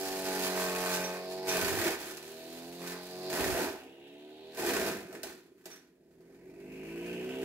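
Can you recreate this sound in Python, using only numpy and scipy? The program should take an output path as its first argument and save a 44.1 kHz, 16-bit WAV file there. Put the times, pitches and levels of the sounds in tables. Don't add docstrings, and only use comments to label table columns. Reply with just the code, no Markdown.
import sys
import numpy as np
from scipy import signal
from scipy.fft import rfft, irfft, next_fast_len
from scipy.io import wavfile
from scipy.ndimage import uniform_filter1d

SR = 44100
rng = np.random.default_rng(int(sys.argv[2]) if len(sys.argv) > 2 else 0)


def volts_from_db(level):
    exponent = np.asarray(level, float) / 20
    return 10 ** exponent


def unload_wav(signal):
    wavfile.write(
        sys.argv[1],
        SR,
        np.round(np.clip(np.atleast_2d(signal).T, -1, 1) * 32767).astype(np.int16),
    )


N = 328411


def unit(x):
    return x / np.sqrt(np.mean(x ** 2) + 1e-20)


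def along(points, hz):
    f, v = np.transpose(points)
    return np.interp(np.log(hz + 1), np.log(f + 1), v)


def curves(rows):
    s, *columns = np.transpose(rows)
    return [np.interp(np.arange(N) / SR, s, column) for column in columns]


def wobble(rate):
    knots = rng.standard_normal(int(N * rate / SR) + 4)
    return np.interp(np.arange(N) * rate / SR, np.arange(len(knots)), knots)


def filtered(x, response):
    n = x.shape[-1]
    m = next_fast_len(n + SR // 2)
    return irfft(rfft(x, m) * response(np.fft.rfftfreq(m, 1 / SR)), m)[..., :n]


# frequency in Hz, likeness (1 is the same, 0 or less is unrelated).
PORT_LIKENESS = [(60, 1), (150, 0.97), (380, 0.95), (950, 0.87), (2380, 0.53), (5980, 0.094), (15000, -2.1)]


def alike(two):
    turn = lambda hz: np.arccos(np.clip(along(PORT_LIKENESS, hz), 0, 1)) / 2
    mid, side = filtered(two, lambda hz: np.array([np.cos(turn(hz)), np.sin(turn(hz))]))
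    return np.array([mid + side, mid - side])


def pair():
    return alike(rng.standard_normal((2, N)))


def swells(start, length, db, rise, fall, wilt=0):
    sample = np.arange(0, N + 64, 64)
    t = sample / SR - np.asarray(start)[:, None]
    held = np.asarray(length)[:, None]
    level_db = np.asarray(db)[:, None] - rise * np.maximum(-t, 0)
    level_db = level_db - wilt * np.clip(t, 0, held) - fall * np.maximum(t - held, 0)
    return np.interp(np.arange(N), sample, np.sum(volts_from_db(level_db) ** 2, axis=0))


def patchy(x, depth_db):
    z = signal.stft(x, nperseg=256)[2]
    field = rng.standard_normal(z.shape[1:])
    field = uniform_filter1d(uniform_filter1d(field, size=2, axis=0), size=40, axis=1)
    return signal.istft(z * volts_from_db(depth_db * unit(field)), nperseg=256)[1][:, :N]


# time in seconds, knife passes a second.
KNIFE_SPEED = [(0, 95.8), (.5, 92.5), (.86, 90.6), (1.01, 90.1), (1.47, 94), (1.62, 89.3), (1.95, 72),
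               (2.21, 77.4), (2.73, 86.8), (2.9, 88.1), (3.29, 92.6), (3.4, 87.6), (3.8, 64.5), (4.55, 81),
               (4.75, 65), (5.3, 37.5), (5.6, 32.3), (6.1, 39.7), (7.06, 58.7), (7.45, 66.6)]


def speed():
    return curves(KNIFE_SPEED)[0]


def passes():
    return np.cumsum(speed()) / SR


def riding(x, band, fixed):
    hz, t, z = signal.stft(x, SR, nperseg=2048)
    knife_rate = np.interp(t, *np.transpose(KNIFE_SPEED))
    gain = volts_from_db(along(band, hz[:, None] / knife_rate)) * fixed(hz)[:, None]
    steady = z * gain / np.sqrt(np.mean(gain ** 2, axis=0))
    return unit(signal.istft(steady, SR, nperseg=2048)[1][:, :N])


# time in seconds, level in dB.
HEARD_LEVEL = [(0, -38.5), (1.26, -42), (1.46, -40), (2.1, -51.5), (2.5, -47.5), (2.74, -47), (3.1, -45),
               (3.29, -39), (3.9, -54.5), (4.18, -52), (4.3, -52), (4.53, -50.5), (5.1, -50.5),
               (5.5, -62.5), (5.91, -64.5), (6.3, -57), (6.62, -50.5), (6.7, -45.5), (6.98, -42.5),
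               (7.11, -38), (7.22, -39), (7.45, -37)]


def heard_db():
    return curves(HEARD_LEVEL)[0]


def uneven():
    even, jammed = .05, .92
    full_braking, settle_s = 46, .12
    crawl_below, crawl_span = 53, 22
    rate = speed()
    braked = np.clip(-np.gradient(rate) * SR / full_braking, 0, 1) ** 2
    keep = np.exp(-1 / (settle_s * SR))
    jam = signal.lfilter([1 - keep], [1, -keep], braked)
    jam = jam + np.clip((crawl_below - rate) / crawl_span, 0, 1)
    return even + (jammed - even) * np.clip(jam, 0, 1)


# start in seconds, length in seconds, slashing in dB,
# casing drone in dB over the slashing.
FODDER_BUNDLES = [(0, 0.69, -41, -8.5), (0.274, 0.25, -49, 9.5), (0.555, 0.49, -42, 5),
                  (1.08, 0.084, -50, 6.5), (1.486, 0.39, -36, -1.5), (2, 0.12, -45.5, -3.5),
                  (2.226, 0.65, -53.5, -12), (2.811, 0.13, -51.5, 7), (3.033, 0.37, -53.5, -37),
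                  (3.331, 0.3, -37.5, 1), (4.593, 0.058, -42, 1), (4.611, 0.28, -39, 2),
                  (5.25, 0.063, -53, -0.5), (5.577, 0.04, -72.5, 2), (5.673, 0.047, -58.5, 0)]
# time in seconds, slashing in dB, casing drone in dB over the slashing.
FODDER_LUMPS = [(0.092, -38.5, -25), (.44, -36.5, -35), (.64, -39.5, -13), (.82, -36, -4),
                (.95, -33.5, -10), (1.319, -46.5, -11), (1.58, -52, 18), (1.88, -47, 12.5), (2.9, -44, -24),
                (3.42, -41.5, 6.5), (3.6, -48, 15), (3.685, -54.5, 13), (4.695, -38.5, 5), (4.77, -42, 8.5),
                (4.85, -58, 8), (5.15, -54, 8)]


def load(idle_db, share, extra_db=0, wilt=0):
    s, length, db, over_db = np.transpose(FODDER_BUNDLES)
    fed = swells(s, length, db + share * over_db, 520, 134, wilt)
    s, db, over_db = np.transpose(FODDER_LUMPS)
    fed = fed + swells(s, 0 * s, db + share * over_db, 185, 190)
    return np.sqrt(volts_from_db(heard_db() + idle_db) ** 2 + volts_from_db(extra_db) ** 2 * fed)


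def biting():
    takes, lingers_s = 2.6, .11
    fed = 1 - (volts_from_db(heard_db()) / load(0, 0.51)) ** 2
    keep = np.exp(-1 / (lingers_s * SR))
    smooth = signal.lfilter([1 - keep], [1, -keep], fed, zi=[fed[0]])[0]
    return np.clip(takes * smooth, 0, 1)


# frequency in Hz, width in Hz, level in dB.
CASING_MODES = [(174.7, 19.1, -9.5), (259.3, 24.8, -4.5), (367.3, 41, 2.5), (461.7, 56, -1), (678, 53.4, 0),
                (867, 66, -6), (1005, 47, -7.5), (1539, 88, -9.5), (1845, 97, -12.5), (2497, 64, -12)]


def casing(f):
    return sum((-1) ** k * volts_from_db(db) * 1j * f * width / (hz * hz - f * f + 1j * f * width)
               for k, (hz, width, db) in enumerate(CASING_MODES))


# frequency in Hz, relative level in dB per Hz.
CUT_COLOUR = [(1060, -21.5), (1800, -9), (2000, -15.5), (2480, -12.5), (3110, -13.5), (4330, -12),
              (9520, -16), (12600, -13.5), (15300, -17.5)]


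def cut_colour(hz):
    return volts_from_db(along(CUT_COLOUR, hz))


# frequency in Hz, time to fall by 60 dB in seconds.
SHED_DECAY = [(200, 0.24), (1000, 0.47), (4000, 0.45), (12000, 0.095)]


def shed(x):
    hz, t, z = signal.stft(alike(rng.standard_normal((2, SR // 2))), SR, nperseg=256)
    dying = z * volts_from_db(-60 * t / along(SHED_DECAY, hz)[:, None])
    tail = signal.istft(dying, SR, nperseg=256)[1]
    return signal.fftconvolve(x, tail / np.linalg.norm(tail[0]), axes=1)[:, :N]


# frequency in Hz, relative level in dB per Hz.
PUFF_COLOUR = [(20, -33), (50, -2), (75, 4), (120, 0), (260, -24)]
# start in seconds, length in seconds, level in dB before the port gains.
AIR_PUFFS = [(1.633, 0.16, -49), (3.408, 0.12, -47.5), (4.657, 0.37, -64.5)]


def buffeting(left_db=-2, right_db=9):
    rumble = filtered(rng.standard_normal((2, N)), lambda hz: volts_from_db(along(PUFF_COLOUR, hz)))
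    lumps = volts_from_db(2.2 * np.array([wobble(10), wobble(25)]))
    gust_power = swells(*np.transpose(AIR_PUFFS), 350, 250)
    draught = volts_from_db(-57 + 0.58 * heard_db())
    return np.sqrt(gust_power + draught ** 2) * volts_from_db([[left_db], [right_db]]) * unit(rumble * lumps)


# frequency in Hz, relative level in dB per Hz.
STAND_COLOUR = [(35, -38), (70, 3.5), (130, -5), (230, -4.5), (400, -27)]


def shudder():
    rumble = unit(filtered(pair(), lambda hz: volts_from_db(along(STAND_COLOUR, hz))))
    shaking = np.sqrt(0.05 + uneven())
    return volts_from_db(-15) * load(0, 0.3) * shaking * rumble


# multiple of the knife rate, relative level in dB per Hz.
WHIPPED_AIR = [(10, -37), (20, -15), (35, -3), (43, 5.5), (53, 4), (59, -5.5), (67, -19), (100, -40),
               (200, -59)]
# frequency in Hz, gain in dB.
VENT_COLOUR = [(1000, 17.5), (1250, -28), (1550, 2), (2050, 0), (2350, -0.5), (2630, 1), (2950, -3),
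               (3300, -7.5), (6000, -1)]


def whipping(rasp_db=7):
    fades_below, fade_db = 54.3, 1.24
    level_db = -23 + 0.74 * heard_db()
    level_db = level_db - fade_db * np.maximum(fades_below - speed(), 0)
    rasp = unit(volts_from_db(-rasp_db * (passes() % 1)))
    air = riding(pair(), WHIPPED_AIR, lambda hz: volts_from_db(along(VENT_COLOUR, hz)))
    return volts_from_db(level_db + 1.5 * wobble(15)) * rasp * air


# time in seconds, level in dB.
CHIP_TICKS = [(.93, -45), (1.041, -43.5), (1.49, -37), (5.235, -57), (5.715, -57)]
# frequency in Hz, level in dB, time to fall by 60 dB in seconds.
KNIFE_MODES = [(2400, -2.5, 0.16), (3660, 1, 0.11), (5820, 5, 0.17), (6440, -2, .08), (7160, -4, .08)]


def ticks():
    out, t = np.zeros(N + SR), np.arange(SR // 4) / SR
    for s, db in CHIP_TICKS:
        for hz, mode_db, t60 in KNIFE_MODES:
            fade = volts_from_db(mode_db + rng.normal(0, 2) - 60 * t / t60)
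            drift = np.cumsum(rng.normal(0, .06, len(t)))
            out[round(s * SR):][:len(t)] += volts_from_db(db) * fade * np.sin(2 * np.pi * hz * t + drift)
    return out[:N]


# time in seconds, level in dB, pitch in Hz.
CLUMP_THUDS = [(4.801, -26.5, 222), (4.861, -31, 200), (4.911, -30, 171), (4.949, -27, 197),
               (5.05, -34.5, 176), (5.142, -51, 326.5), (5.245, -52, 220), (5.35, -57, 188)]


def thuds(rise_s=0.011, t60_s=0.074):
    out, t = np.zeros(N + SR), np.arange(SR // 4) / SR
    for s, db, hz in CLUMP_THUDS:
        swell = volts_from_db(db - 60 * t / t60_s) * (1 - np.exp(-t / rise_s))
        out[round(s * SR):][:len(t)] += swell * np.sin(2 * np.pi * hz * t)
    return out[:N]


# time in seconds, crack level in dB, knock in dB over the crack.
STRUCK_STALKS = [(1.479, -34, -1), (1.995, -48, -8), (2.17, -39, -9), (3.3005, -33, -16), (4.078, -61, -9),
                 (4.5474, -45, -8), (4.572, -37.5, 9.5), (4.87, -37, 18), (5.127, -45.5, 12),
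                 (5.232, -31.5, 4.5), (5.6565, -38.5, 4.5)]


def stalks(crack_s=0.045, tail_s=0.24, tail_db=-8, push_db=19, soft_hz=1100):
    shape, tumbling, push = np.zeros(N + SR), np.zeros(N + SR), np.zeros(N)
    t = np.arange(SR // 2) / SR
    for s, db, knock_db in STRUCK_STALKS:
        i = round(s * SR)
        shape[i:][:len(t)] += volts_from_db(db - 5.5) * (volts_from_db(-60 * t / crack_s) + volts_from_db(tail_db - 60 * t / tail_s))
        tumbling[i:][:len(t)] += volts_from_db(db + knock_db + 8.5 - 60 * t / 0.19)
        push[i] = volts_from_db(db + knock_db + push_db)
    crack = unit(filtered(pair(), cut_colour)) * shape[:N]
    soft_casing = lambda hz: casing(hz) / (1 + 1j * hz / soft_hz) ** 2
    return crack + filtered(pair() * tumbling[:N] + push, soft_casing)


def slashing(fall_db=5, knee_hz=950, broad=0.079):
    count, rate, share = passes(), speed(), uneven()
    which = count.astype(int)
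    size_db = 1.6 * rng.standard_normal(which[-1] + 1)
    burst = volts_from_db(size_db[which] - fall_db * (count - which) + wobble(16))
    crackle = volts_from_db(1.2 * rng.standard_normal(N // 16 + 1).repeat(16)[:N])
    hiss = unit(filtered(pair() * burst * crackle, cut_colour))

    ringing = lambda hz: np.abs(casing(hz)) + broad
    upper = lambda hz: ringing(hz) / (1 + (knee_hz / (hz + 1)) ** 4) / (1 + (hz / 2800) ** 4)
    muffled = lambda hz: upper(hz) / ringing(hz) ** .45
    taps = burst * np.diff(which, prepend=0) * volts_from_db(-9 * (which % 2))
    blow = alike(rng.standard_normal((2, 900)) * volts_from_db(-np.arange(900) / 90))
    taps = unit(filtered(signal.fftconvolve(taps[None], blow, axes=1)[:, :N], upper))
    shaken = np.sqrt(1 - share) * unit(filtered(pair() * burst, upper))
    shaken = shaken + np.sqrt(share) * unit(filtered(pair() * burst, muffled))
    loose = np.clip(.35 + share + (90 - rate) / 40, 0, 1)
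    rattle = unit(patchy(np.sqrt(loose) * shaken + np.sqrt(1 - loose) * taps, depth_db=1.3))
    return load(-18.5, 0, wilt=1) * hiss + load(-19.5, 0.7, -3.5) * rattle


# relative level in dB of shaft orders 2, 3, 4 and so on.
AIR_BEAT = [14, 9, 2, -2.5, -0.5, -7.5, 0.5, -14, -4, -17.5, -4, -17, -5.5, -25, -5, -19, -4.5, -25, -7,
            -22, -10.5, -14, -15, -27, -14]
# relative level in dB of shaft orders 2, 3, 4 and so on.
BITE_BEAT = [-2, 1, 5, -14, 0, -19, -6.5, -4, -3.5, -17.5, -4, -9.5, -3, -16, -4.5, -18, -9, -6, -7.5, -35,
             -15, -4, -20, -15, -13]
# multiple of the knife rate, relative level in dB per Hz.
ROAR_COLOUR = [(1, 4.5), (7, -1.5), (12, -5), (30, -33.5)]


def drone(gate=0.26, knee_hz=165):
    shaft_hz, count, grid_hz = speed() / 2, passes(), np.arange(2000)
    bass = lambda hz: 1 / (1 + (knee_hz / (hz + 1)) ** 2)
    radiated = np.abs(casing(grid_hz)) * bass(grid_hz)
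    slowed = 46 - shaft_hz
    bite = biting()
    lines, power = 0, 0
    for k, (db, bite_db) in enumerate(zip(AIR_BEAT, BITE_BEAT), start=2):
        order_db = db + bite * (bite_db - db) + 2.8 * wobble(5) - .055 * k * slowed
        level = volts_from_db(order_db) * np.interp(k * shaft_hz, grid_hz, radiated)
        lines = lines + level * np.sin(2 * np.pi * (k * count / 2 + rng.random()))
        power = power + level ** 2
    lines = unit(lines / np.sqrt(power))
    throb = pair() * (1 + gate * np.cos(2 * np.pi * count))
    roar = riding(throb, ROAR_COLOUR, lambda hz: np.abs(casing(hz)) ** 0.83 * bass(hz))
    share = uneven()
    return load(0, 1.0) * (np.sqrt(1 - share) * lines + np.sqrt(share) * roar)


def scene():
    chopper = shudder() + whipping() + ticks() + thuds() + stalks() + slashing() + drone()
    return chopper + volts_from_db(-7.5) * shed(chopper) + buffeting()


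def low_pass(x):
    return signal.sosfilt(signal.butter(12, 16720, fs=SR, output="sos"), x)


# frequency in Hz, left over right in dB.
PORT_BALANCE = [(150, -0.5), (500, -1), (1500, -1), (3000, 1), (5000, -5.5), (9000, -4.5), (14000, 1.5)]


def record(dry):
    lag, top_hz = 4, 15750
    side = np.array([[.5], [-.5]])
    colour = lambda hz: volts_from_db(side * along(PORT_BALANCE, hz))
    delay = lambda hz: np.exp(-2j * np.pi * hz * side * lag / SR)
    mix = filtered(dry, lambda hz: colour(hz) * delay(hz) * (hz < top_hz))
    return low_pass(mix)


dry = scene()
out = record(dry)
unload_wav(out)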